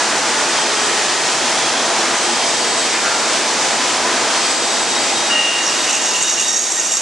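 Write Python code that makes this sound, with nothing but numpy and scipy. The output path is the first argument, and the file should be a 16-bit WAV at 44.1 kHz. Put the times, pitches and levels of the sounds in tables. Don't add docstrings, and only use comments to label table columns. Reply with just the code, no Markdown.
import sys
import numpy as np
from scipy import signal
from scipy.fft import rfft, irfft, next_fast_len
from scipy.io import wavfile
from scipy.ndimage import map_coordinates

SR = 44100
rng = np.random.default_rng(int(sys.argv[2]) if len(sys.argv) > 2 else 0)


def file_out(sig):
    cols = np.atleast_2d(sig).T
    lim = np.clip(cols, -1, 1)
    pcm = np.round(lim * 32767).astype(np.int16)
    wavfile.write(sys.argv[1], SR, pcm)


N = 309141


def amp(db):
    return 10 ** (np.asarray(db) / 20)


def unit(x):
    return x / np.sqrt(np.mean(x ** 2) + 1e-20)


def clock():
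    return np.arange(N) / SR


def along(points, hz):
    f, v = np.transpose(points)
    return np.interp(np.log(hz + 1), np.log(f + 1), v)


def curve(rows):
    t, value = np.transpose(rows)
    return np.interp(clock(), t, value)


def wobble(rate):
    knots = rng.standard_normal(int(N * rate / SR) + 4)
    return map_coordinates(knots, [np.arange(N) * rate / SR])


def bell(x, middle, width):
    return np.exp2(-np.minimum((2 * (x - middle) / width) ** 2, 60))


def filtered(x, response):
    m = next_fast_len(N + SR // 4)
    return irfft(rfft(x, m) * response(np.fft.rfftfreq(m, 1 / SR)), m)[..., :N]


def turning(hz):
    return 2 * np.pi * np.cumsum(hz) / SR


def noise(spectrum):
    closed = [(spectrum[0][0] / 2, -120), *spectrum, (spectrum[-1][0] * 2, -120)]
    return unit(filtered(rng.standard_normal((2, N)), lambda hz: amp(along(closed, hz))))


def tone(phase, rough, rate):
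    rough = np.clip(rough, 0, 1)
    flutter = wobble(rate) + 1j * wobble(rate)
    z = np.exp(1j * phase) * (np.sqrt(2 * (1 - rough)) + np.sqrt(rough) * flutter)
    return np.array([z.real, z.imag])


# f/Hz, relative level/dB
BASE_SPECTRUM = [(40, -5), (62, -7), (78, -7), (100, 6), (125, -22)]
# middle t/s, level/dB
THUDS = [(0.98, -51), (1.42, -50), (1.56, -50), (2.1, -52), (3.09, -51), (3.78, -53), (4.02, -50),
         (4.22, -48), (4.85, -51), (5.0, -51), (5.13, -49)]
THUD_HZ, THUD_S = 80, 0.045


def rumble():
    body = noise(BASE_SPECTRUM)
    thud_gain = sum(amp(db) * bell(clock(), s, THUD_S) for s, db in THUDS)
    thuds = thud_gain * tone(turning(np.full(N, THUD_HZ)), rough=0.25, rate=32)
    shaking = unit(amp(5.5 * wobble(16)) * body)
    return amp(-64.0) * shaking + thuds


# f/Hz, lift/dB
FRAME_RESONANCES = [(291, 1.6), (345, 4.3), (409, 1.8), (474, 1.5), (614, 2.2), (678, 3.0), (861, 2.2),
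                    (1001, 3.8), (1109, 1.4), (1227, 3.1), (1249, 2.7), (1292, 2.9), (1389, 2.1),
                    (1723, 2.9), (1873, 2.8), (2003, 1.6), (2315, 2.0), (2379, 1.7), (2455, 2.1),
                    (2519, 2.5)]


def housing(hz, width_hz, ripple_db):
    ripple = map_coordinates(rng.standard_normal(2000), [hz / 14], mode="wrap")
    ripple = ripple / (1 + (hz / 5000) ** 2)
    peaks_db = sum(db * bell(hz, centre, width_hz) for centre, db in FRAME_RESONANCES)
    return amp(peaks_db + ripple_db * ripple)


# f/Hz, relative level/dB
ROAR_SPECTRUM = [(15, -72), (25, -63), (140, -13.5), (183, -16), (224, -5.5), (283, -5.5), (316, -7.5),
                 (340, -3), (372, -5.5), (575, -4), (676, -3), (872, -1.5), (1160, -6), (1250, -6.5),
                 (1900, -11), (2470, -28), (4180, -120)]
HISS_SPECTRUM = [(940, -15.5), (1600, -4.5), (2010, -2), (2860, -2), (3090, -2.5), (3660, -3), (3940, -3),
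                 (5960, -2), (7300, -4), (7870, -8), (8420, -9), (11000, -20.5), (12000, -51.5),
                 (15600, -65), (22000, -120)]
RATTLE_SPECTRUM = [(700, -13), (1200, -5.0), (1600, -2.0), (2400, -16.0), (3500, -25)]
# t/s, relative level/dB
ROAR_LEVEL = [(0.0, -24), (0.73, -23), (0.77, -28.5), (0.79, -24), (1.21, -24), (1.97, -22), (2.37, -23.5),
              (4.08, -23), (5.25, -24.5)]
# t/s, level/dB
RATTLE_LEVEL = [(0, -26), (.2, -29), (.45, -28), (1.0, -29), (1.2, -33.5), (1.6, -27.5), (1.9, -29.5),
                (2.08, -30), (2.45, -39), (2.9, -33), (3.1, -28), (3.5, -32), (3.8, -31.5), (4.1, -28.5),
                (4.6, -32), (5.2, -37), (5.7, -32), (7.0, -32)]
# f/Hz, level/dB
DRIVE_HUMS = [(343, -42), (477, -48), (604, -44), (619, -43.5), (678.3, -41.5), (838, -45.5), (1001, -40),
              (1226, -44), (1296, -43)]
HISS_DB = -19


def machine():
    roar = unit(filtered(noise(ROAR_SPECTRUM), lambda hz: housing(hz, width_hz=16, ripple_db=1.1)))
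    hiss = unit(filtered(noise(HISS_SPECTRUM), lambda hz: housing(hz, width_hz=16, ripple_db=1.3)))
    rattle = amp(curve(RATTLE_LEVEL) + 1.7 * wobble(20)) * noise(RATTLE_SPECTRUM)
    hum = sum(amp(db) * tone(turning(np.full(N, hz)), rough=0.19, rate=7) for hz, db in DRIVE_HUMS)
    roar = amp(curve(ROAR_LEVEL) + 2.0 + 0.09 * wobble(15)) * roar
    hiss = amp(HISS_DB + 0.53 * wobble(14)) * hiss
    return roar + hiss + rattle + hum


# middle t/s, f/Hz, level/dB, length/s
SWELLS = [(0.3, 872, -28, 0.45), (0.35, 1438, -32, 0.25), (0.45, 1112, -31, 0.3), (0.8, 1297, -31, 0.6),
          (0.88, 3192, -34, 0.35), (0.85, 428, -29, 0.35), (0.95, 1874, -31, 0.55), (1.08, 1728, -31, 0.4),
          (2.02, 679, -26, 0.3), (2.35, 835, -29, 0.3), (2.52, 3190, -31, 0.15), (3.122, 1386, -26, 0.16),
          (3.55, 857, -29, 0.14), (3.92, 1002, -28, 0.3), (4.3, 1232, -31, 0.25), (4.43, 3195, -29.5, 0.16),
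          (5.0, 3821, -35, 0.35), (5.08, 835, -29, 0.35), (5.17, 3819, -33, 0.08), (5.52, 3822, -34, 0.25)]


def swells():
    t = clock()
    out = np.zeros(N, complex)
    for s, hz, db, length in SWELLS:
        near = np.abs(t - s) < 2 * length
        waver = .7 * wobble(40)[near]
        note = np.exp(1j * (2 * np.pi * hz * t[near] + waver))
        out[near] += amp(db) * bell(t[near], s, 1.46 * length) * note
    return np.array([out.real, out.imag])


# t/s, f/Hz
WHISTLE_PITCH = [(0.38, 8075), (0.55, 8003), (1.08, 7962), (1.85, 8066), (2.13, 8072), (2.3, 8005),
                 (2.6, 7938), (3.2, 7942), (3.85, 7957), (4.2, 8005), (4.6, 7938), (5.08, 7902),
                 (5.9, 7936), (7.0, 7965)]
# t/s, relative level/dB
WHISTLE_LEVEL = [(0.1, -35), (0.72, -31), (1.3, -32.5), (1.6, -40), (1.95, -40), (2.25, -28.5),
                 (2.75, -26.5), (3.2, -30), (3.8, -32), (4.1, -38), (4.4, -27.5), (5.1, -26.5), (5.5, -33),
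                 (5.95, -29), (7.0, -33)]
# share of its pitch, relative level/dB, resonance f/Hz, lift/dB
PARTIALS = [(1, 1.5, 7950, 0), (.958, -6, 7605, 4), (.768, -9, 6098, 6), (.65, -8, 5197, 11),
            (.6, -2, 4762, 2), (.568, -8, 4535, 8), (.558, -9, 4430, 8), (.4836, -7, 3820, 11.5),
            (.45, -7, 3591, 7), (.4, -6, 3199, 10)]
RESONANCE_Q = 100


def motor():
    pitch_hz = curve(WHISTLE_PITCH)
    phase = turning(pitch_hz)
    whistle = 0
    for share, level_db, centre, lift_db in PARTIALS:
        resonance_db = lift_db * bell(share * pitch_hz, centre, centre / RESONANCE_Q)
        whistle = whistle + amp(level_db + resonance_db) * tone(share * phase, rough=.33, rate=45)
    mid_side_db = np.array([[-8], [-3.5]])
    return amp(curve(WHISTLE_LEVEL) + .8 * wobble(14) + mid_side_db) * whistle


# middle t/s, centre f/Hz, bandwidth/Hz, level/dB, length/s
SCRAPES = [(1.68, 3334, 500, -28.5, 0.4), (2.07, 1700, 1200, -26, 0.11), (2.955, 2000, 1200, -22.5, 0.06),
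           (3.08, 1500, 700, -27, 0.1), (4.09, 1600, 1300, -24.5, 0.08), (4.12, 800, 898, -28.5, 0.22),
           (4.34, 1350, 700, -29, 0.14), (5.323, 1215, 1298, -22.5, 0.073), (5.7, 1400, 1200, -27, 0.2),
           (5.79, 4500, 700, -26, 0.04), (5.82, 3680, 400, -25, 0.09), (5.952, 2700, 500, -23, 0.04),
           (5.95, 8100, 900, -26, 0.04), (6.23, 8300, 1500, -22, 0.025)]


def scrapes():
    t = clock()
    out = np.zeros(N, complex)
    for s, hz, width_hz, db, length in SCRAPES:
        grit = unit(wobble(width_hz)) + 1j * unit(wobble(width_hz))
        out += amp(db) * bell(t, s, length) * grit * np.exp(2j * np.pi * hz * t)
    return np.array([out.real, out.imag])


ENTRY_S, SLOT_OPENS_S, FEED_M_PER_S, SOUND_M_PER_S = 5.3, 5.37, .097, 343
TOOTH_HZ, ENTRY_EXTRA_HZ, SLOWING_S, SAG_HZ_PER_S = 940.2, 7.5, .045, 1.8


def tooth_rate():
    age = np.maximum(clock() - ENTRY_S, 0)
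    return TOOTH_HZ + ENTRY_EXTRA_HZ * np.exp(-age / SLOWING_S) - SAG_HZ_PER_S * age


def slot_depth():
    return FEED_M_PER_S * np.maximum(clock() - SLOT_OPENS_S, 0)


# middle t/s, length/s, lift/dB
BITES = [(5.685, .02, 3), (5.722, .02, 2), (5.9, .022, 5.5), (5.965, .055, 3.5), (6.075, .055, 3.5),
         (6.165, .025, 3.5), (6.23, .035, 4), (6.31, .045, 4.5), (6.412, .025, 6.5), (6.485, .05, 4),
         (6.58, .035, 5), (6.635, .03, 4), (6.67, .02, 3), (6.73, .035, 3), (6.8, .03, 5), (6.86, .04, 3.5),
         (6.925, .025, 5.5), (6.97, .03, 4)]
BETWEEN_BITES_DB, FLUTTER_DB = -2.1, 1.5


def surges():
    bites_db = sum(db * bell(clock(), s, length) for s, length, db in BITES)
    return BETWEEN_BITES_DB + bites_db + FLUTTER_DB * wobble(150)


# middle t/s, length/s, multiple, lift/dB
FLARES = [(5.34, .26, 2, 10), (5.57, .1, 2, 5), (5.68, .08, 6, 14), (5.85, .07, 2, 6), (5.895, .05, 7, 2),
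          (5.96, .08, 8, 10), (6.08, .09, 7, 5), (6.1, .08, 4, 6), (6.21, .06, 8, 7), (6.25, .07, 6, 7),
          (6.28, .1, 4, 8), (6.3, .06, 7, 6), (6.335, .06, 6, 8), (6.41, .06, 7, 5), (6.48, .16, 4, 9),
          (6.49, .09, 5, 7), (6.5, .05, 8, 8), (6.53, .09, 2, 12), (6.54, .07, 6, 7), (6.58, .09, 7, 6.5),
          (6.66, .06, 6, 7), (6.67, .07, 4, 7), (6.74, .1, 8, 6), (6.8, .07, 2, 12), (6.81, .07, 7, 4),
          (6.92, .04, 7, 4), (6.96, .05, 8, 8), (6.965, .04, 6, 5)]


def flare(multiple):
    return sum(db * bell(clock(), s, length) for s, length, k, db in FLARES if k == multiple)


# opening t/s, mode, relative level/dB, loudest f/Hz, band/Hz
SLOT_RINGS = [(5.36, 1, -22.5, 5900, 2100), (5.775, 1, -23.5, 5600, 1900), (5.72, 2, -23.5, 6500, 2200)]


def slot_ring():
    out = np.zeros((2, N))
    for s, mode, db, peak_hz, band_hz in SLOT_RINGS:
        length_m = np.maximum(FEED_M_PER_S * (clock() - s), .015)
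        hz = mode * SOUND_M_PER_S / (2 * length_m)
        out += amp(db) * bell(hz, peak_hz, band_hz) * tone(turning(hz), rough=1, rate=1100)
    return amp(.5 * surges()) * out


SQUEAL_ATTACK_S, SQUEAL_RELEASE_S = 0.022, 0.1


def envelope(start, length):
    age = clock() - start
    attack = np.clip(age / SQUEAL_ATTACK_S, 0, 1)
    return attack * np.exp(-np.maximum(age - length, 0) / SQUEAL_RELEASE_S)


# start t/s, length/s, tone level/dB, rasp level/dB
SQUEALS = [(5.294, .25, -16.8, -24.5), (5.68, .18, -37, -30), (5.865, .28, -29.5, -28),
           (6.13, .14, -25.5, -29), (6.36, .06, -24, -27), (6.76, .25, -28, -32)]
# multiple, level/dB at entry, growth/(dB per s)
SINGING = [(2, -37, 1.5), (4, -37, 3.5), (5, -41, 6)]
SECOND_UNDER_DB = -26
DEEP_M = .1


def squeal():
    t = clock()
    tooth = turning(tooth_rate())
    singing = 0
    for k, db, growth in SINGING:
        level_db = db + growth * (t - ENTRY_S) + flare(k)
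        singing = singing + amp(level_db) * tone(k * tooth, rough=.25, rate=60)
    rough = np.interp(slot_depth(), [0, DEEP_M], [.08, .55])
    third = tone(3 * tooth, rough, rate=140)
    second = tone(2 * tooth, rough, rate=60)
    loudness = sum(amp(db) * envelope(s, length) for s, length, db, _ in SQUEALS)
    return envelope(ENTRY_S, t[-1]) * singing + loudness * (third + amp(SECOND_UNDER_DB) * second)


# multiple, relative level/dB, roughness 0-1
TOOTH_TONES = [(4, -17, .9), (5, -15, .9), (6, -7.5, .7), (7, -3.5, .4), (8, -10, .6), (9, -15, .8),
               (10, -20, 1), (11, -26, 1), (12, -30, 1)]
# f/Hz, relative level/dB
CHIP_SPECTRUM = [(3500, 5.5), (4600, -8), (5250, 2), (5600, 13.5), (6100, 13), (6500, 14.5), (6900, 12),
                 (7450, 11), (8000, 5), (8500, 7), (9100, -8), (10300, -5), (11500, -8), (12300, -31)]
RASP_SPECTRUM = [(800, -30), (1100, -9), (1900, -38), (2400, 1), (2700, 12), (2930, 12), (3200, -2),
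                 (3700, -13), (4300, -31), (5200, -42)]
# t/s, relative level/dB
CHIP_LEVEL = [(5.9, -5), (6.12, -6), (6.3, -4.5)]
SCREECH_DB, SCREECH_POWER = -11.5, 0.88
UNEVEN_TEETH = .55
CHIP_SURGE = 0.62
SLOT_ECHO = 0.13


def cut():
    depth = slot_depth()
    tooth = turning(tooth_rate() * (.9985 + .003 * wobble(70)))
    surge_db = surges()
    strikes = unit(1 + 0.15 * np.cos(tooth))
    tones = 0
    for k, db, rough in TOOTH_TONES:
        gain = amp(db + flare(k) + 1.2 * wobble(25))
        tones = tones + gain * tone(k * tooth, rough, rate=130)
    tones = tones * unit(1 + UNEVEN_TEETH * wobble(450))
    chips = strikes * noise(CHIP_SPECTRUM)
    echo_at = np.arange(N) - SR * 2 * depth / SOUND_M_PER_S
    echo = np.array([map_coordinates(channel, [echo_at]) for channel in chips])
    chips = unit(chips + SLOT_ECHO * echo)
    tearing = amp(surge_db - 8.0) * tones + amp(curve(CHIP_LEVEL) + CHIP_SURGE * surge_db) * chips
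    screech = amp(SCREECH_DB) * (depth / DEEP_M) ** SCREECH_POWER * tearing
    rub = sum(amp(rasp_db) * envelope(s, length) for s, length, _, rasp_db in SQUEALS)
    return screech + rub * amp(.5 * surge_db) * strikes * noise(RASP_SPECTRUM)


def ports(pair, width, lean):
    mid, side = pair[0], filtered(pair[1], lambda hz: amp(along(width, hz)))
    left_right = np.array([mid + side, mid - side])
    return filtered(left_right, lambda hz: amp(np.outer([.5, -.5], along(lean, hz))))


# f/Hz, gain of the side signal/dB
WIDTH = [(30, -8), (90, -18), (250, -23), (700, -22), (1500, -28), (2400, -15.5), (3500, -11.5),
         (5200, -9.5), (6500, -7.5), (7200, -2), (7800, 0), (8500, -1), (9200, -1), (10300, -3),
         (11700, -25)]
CUT_WIDTH = [(1500, -28), (2800, -17), (3700, -20), (5000, -12), (5600, -15), (6100, -12), (6550, -10),
             (7050, -6), (7500, -1), (8400, -2), (9400, -4), (11700, -25)]
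# f/Hz, left over right/dB
LEAN = [(2000, 0), (3600, -.5), (6300, -1), (7000, -.5), (7900, 3.3), (9000, 2.5), (11700, 0)]
CUT_LEAN = [(2000, 0), (3600, -.5), (5600, -3.5), (6600, -5.2), (7900, 2.3), (11700, 0)]


def scene():
    running = machine() + rumble() + motor() + swells()
    cutting = cut() + slot_ring() + squeal() + scrapes()
    return ports(running, WIDTH, LEAN) + ports(cutting, CUT_WIDTH, CUT_LEAN)


def lagged(x, lag_s):
    keep = np.exp(-1 / (lag_s * SR))
    return signal.lfilter([1 - keep], [1, -keep], x)


# f/Hz, level/dB
EMPHASIS = [(1500, 0.5), (6000, 5)]


def gain_control(x, ceiling_db, lag_s):
    sensed = filtered(x, lambda hz: amp(along(EMPHASIS, hz)))
    level = np.sqrt(lagged(np.mean(sensed ** 2, axis=0), lag_s) + 1e-12)
    return x * np.minimum(1, amp(ceiling_db) / level)


TOP_HZ = 12270


def record(dry):
    held = gain_control(dry, ceiling_db=-13.0, lag_s=.13)
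    rounded = held / (1 + np.abs(held / .8) ** 6) ** (1 / 6)
    return filtered(rounded, lambda hz: hz < TOP_HZ)


dry = scene()
out = record(dry)
file_out(out)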